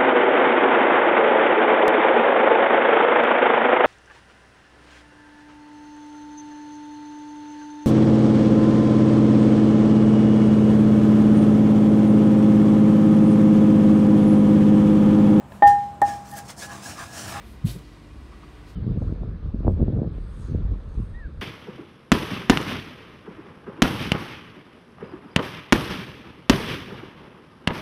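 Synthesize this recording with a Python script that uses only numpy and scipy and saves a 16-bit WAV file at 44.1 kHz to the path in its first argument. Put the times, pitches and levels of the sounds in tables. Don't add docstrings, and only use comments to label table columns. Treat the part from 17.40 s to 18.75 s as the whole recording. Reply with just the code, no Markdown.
import sys
import numpy as np
from scipy import signal
from scipy.fft import rfft, irfft
from scipy.io import wavfile

SR = 44100
rng = np.random.default_rng(int(sys.argv[2]) if len(sys.argv) > 2 else 0)


def int16_out(signal):
    q = np.round(np.clip(np.atleast_2d(signal).T, -1, 1) * 32767)
    wavfile.write(sys.argv[1], SR, q.astype(np.int16))


N = 59535
T = np.arange(N) / SR

# frequency_hz, relative_db
FIZZ_SPECTRUM = [(500, -35), (3000, -24), (8500, -3), (10200, 1), (11500, -4), (13000, 2), (13700, 4),
                 (14200, -6), (15800, -9)]


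def amp(db):
    return 10 ** (np.asarray(db) / 20)


def unit(x):
    return x / np.sqrt(np.mean(x ** 2) + 1e-20)


def spectrum_db(points, hz):
    frequencies, db = np.transpose(points)
    return np.interp(np.log(hz + 1), np.log(frequencies + 1), db)


def bands_db(bands, hz):
    return sum(db * np.exp(-((hz - centre) / width) ** 2) for centre, width, db in bands)


def colour(x, db_at):
    hz = np.fft.rfftfreq(2 * N, 1 / SR)
    return irfft(rfft(x, 2 * N) * amp(db_at(hz)))[:N]


def swell(peak_s, rise_s, fade_s):
    return np.exp(-((T - peak_s) / np.where(T < peak_s, rise_s, fade_s)) ** 2)


def drift(top_hz):
    rate, phase = rng.random((2, 16, 1))
    return np.sin(2 * np.pi * (top_hz * rate * T + phase)).sum(0) / np.sqrt(len(rate) / 2)


def friction(spectrum, hiss_share):
    slips_per_s, spread_db = 5500, 3.5
    slips = (rng.random(N) < slips_per_s / SR) * rng.choice([-1., 1.], N)
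    slips *= amp(spread_db * np.minimum(rng.exponential(1, N), 4))
    drive = np.sqrt(1 - hiss_share) * unit(slips) + np.sqrt(hiss_share) * rng.standard_normal(N)
    return unit(colour(drive, lambda hz: spectrum_db(spectrum, hz)))


def strokes(events, spectrum):
    power = sum((amp(db) * swell(peak, rise, fade)) ** 2 for peak, db, rise, fade in events)
    return np.sqrt(power) * friction(spectrum, hiss_share=0.67)


def room(x, t60_s=.3, tail_db=-16):
    # delay_s, gain_db
    reflections = [(.0023, -15), (.0041, -15), (.0058, -16), (.0087, -16)]
    t = T[:SR // 2]
    tail = rng.standard_normal(len(t)) * (rng.random(len(t)) < .05) * amp(-60 * t / t60_s)
    response = amp(tail_db) * tail / np.linalg.norm(tail)
    response[0] = 1
    for delay, db in reflections:
        response[round(delay * SR)] += amp(db) * rng.choice([-1, 1])
    return signal.fftconvolve(x, response / np.linalg.norm(response))[:N]


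def hush(level_db=-49):
    # frequency_hz, relative_db
    spectrum = [(15, -38), (28, -13), (45, 0), (65, -5), (82, -7), (150, -7), (240, -9), (370, -10),
                (460, -16), (700, -20.5), (1100, -18), (1500, -25), (1900, -22.5), (3800, -30.5),
                (4800, -31.5), (5700, -36), (7500, -40.5), (10200, -42), (15500, -53)]
    return amp(level_db) * unit(colour(rng.standard_normal(N), lambda hz: spectrum_db(spectrum, hz)))


def hum(waver_depth=0.45, waver_hz=3.12):
    # pitch_hz, rms_level_db
    tones = [(48.8, -49.5), (65.3, -49), (99.6, -56.5), (149.5, -59), (220, -64.5), (299.4, -57.5),
             (340, -65.5), (370, -68), (499.5, -76), (1329, -79.5), (8250, -81)]
    out = np.zeros(N)
    for hz, db in tones:
        waver = 1 + waver_depth * (drift(waver_hz) + 1j * drift(waver_hz))
        carrier = np.exp(2j * np.pi * (hz * T + rng.random()))
        out += amp(db) * unit((waver * carrier).real)
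    return out


def hands():
    # peak_s, level_db, rise_s, fade_s
    rubs = [(.015, -54.5, 0.11, 0.074), (.42, -60, 0.39, 0.016), (1.13, -57, 0.25, 0.28)]
    # frequency_hz, relative_db
    rub_spectrum = [(150, -15), (400, 11.5), (700, 2.5), (1100, 0), (1550, -1.5), (2000, 0), (3500, -4.5),
                    (5000, -17.5), (8000, -31), (15000, -25)]
    # peak_s, level_db, rise_s, fade_s
    scuffs = [(.93, -53.5, 0.01, 0.02), (1.038, -52.7, 0.02, 0.011), (1.178, -58, .012, .02)]
    # frequency_hz, relative_db
    scuff_spectrum = [(300, -20), (750, -12), (950, 0), (1280, 1), (1550, -11), (2200, -9), (5000, -23),
                      (15000, -50)]
    return strokes(rubs, rub_spectrum) + strokes(scuffs, scuff_spectrum)


def brushing():
    # peak_s, level_db, rise_s, fade_s
    brushes = [(.08, -61.5, 0.076, 0.091), (.388, -56.5, 0.0064, 0.014), (.48, -60.5, 0.12, 0.13),
               (1.295, -57, 0.035, 0.025)]
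    # frequency_hz, relative_db
    spectrum = [(500, 5.5), (2000, -2), (4000, 2), (7000, -6.5), (10000, -14), (13400, -18), (15800, -20)]
    return strokes(brushes, spectrum)


def flicking():
    # peak_s, level_db, rise_s, fade_s
    flicks = [(.085, -63, 0.065, 0.08), (.253, -52, .0025, .006), (1.3, -70, .03, .04)]
    return strokes(flicks, FIZZ_SPECTRUM)


def settling(t, attack_s, hold_s, t60_s):
    return np.clip(t / attack_s, 0, 1) * amp(-60 * np.maximum(t - attack_s - hold_s, 0) / t60_s)


def weave_resonance(t, start_hz=3350, top_hz=4150, glide_s=.055, width_hz=1700):
    def lowpass_db(hz):
        return -10 * np.log10(1 + (2 * hz / width_hz) ** 6)

    real, imaginary = (colour(rng.standard_normal(N), lowpass_db) for _ in range(2))
    centre_hz = np.interp(t, [0, glide_s], [start_hz, top_hz])
    carrier = np.exp(2j * np.pi * np.cumsum(centre_hz) / SR)
    return unit(((real + 1j * imaginary) * carrier).real)


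def rustle(contact_s=.2495, swish_db=-42.5, fizz_db=-48.5, weave_db=-46.3):
    # frequency_hz, relative_db
    spectrum = [(150, 6.5), (400, 7), (750, -3), (1100, -3.5), (1900, -6), (2700, -2), (4700, -10.5),
                (5700, -4.5), (7400, -9.5), (8100, -3.5), (8700, -25), (10000, -1.5), (12000, -30),
                (15800, -20)]
    # centre_hz, width_hz, gain_db
    resonances = [(3245, 40, 5), (3760, 40, 10), (3935, 40, 7), (4530, 40, 7), (5045, 80, 3)]
    t = T - contact_s
    swish = unit(colour(friction(spectrum, hiss_share=0.89), lambda hz: bands_db(resonances, hz)))
    swish *= settling(t, attack_s=.022, hold_s=.031, t60_s=.29)
    fizz = friction(FIZZ_SPECTRUM, hiss_share=0.7) * settling(t, attack_s=.02, hold_s=.044, t60_s=.26)
    weave = weave_resonance(t) * settling(t, attack_s=.028, hold_s=.027, t60_s=.17)
    return amp(swish_db) * swish + amp(fizz_db) * fizz + amp(weave_db) * weave


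def escaping_air():
    # peak_s, level_db, rise_s, fade_s
    puffs = [(.264, -43, 0.005, 0.008), (.297, -47, .008, .02), (.363, -44, 0.012, 0.009),
             (.412, -51, .007, .009)]
    # frequency_hz, relative_db
    spectrum = [(100, -18), (250, -2), (340, 7.5), (430, 1), (560, -12), (900, -23), (3000, -35)]
    return strokes(puffs, spectrum)


def thumps(boom_rise_s=0.007):
    # peak_s, pitch_hz, level_db, rise_s, fade_s, relative_glide_per_s
    landings = [(0.2522, 148, -10.2, 0.0072, 0.0058, 25), (0.2714, 110, -17.6, 0.01, 0.0021, 25),
                (.307, 119, -32, .024, .036, 5), (0.368, 166, -28.5, 0.014, 0.008, 6),
                (.392, 135, -38, .012, .015, -8)]
    # pitch_hz, relative_db, t60_s
    modes = [(52, -21, .6), (116, -19, .45), (152, -15, .087), (171, -9.5, .1), (243, -8, .054)]
    out = np.zeros(N)
    for peak, hz, db, rise, fade, glide in landings:
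        t = T - peak
        push = -swell(peak, rise, fade) * np.sin(2 * np.pi * hz * (t + glide * t ** 2 / 2))
        age = np.maximum(t, 0)
        boom = sum(amp(level - 60 * age / t60) * np.sin(2 * np.pi * f * age) for f, level, t60 in modes)
        build_up = 1 - np.exp(-age / boom_rise_s)
        out += amp(db) * (push + build_up * boom)
    return out


def scene():
    background = hum() + room(hush() + hands())
    cloth = room(brushing() + flicking() + rustle())
    return (background + cloth + escaping_air() + thumps())[None]


def record(dry, cutoff_hz=15750):
    # centre_hz, width_hz, gain_db
    dips = [(11870, 200, -17), (15000, 280, -19)]
    heard = colour(dry[0], lambda hz: bands_db(dips, hz))
    lowpass = signal.firwin(511, cutoff_hz, window=("kaiser", 9), fs=SR)
    return signal.fftconvolve(heard, lowpass, "same")[None]


dry = scene()
out = record(dry)
int16_out(out)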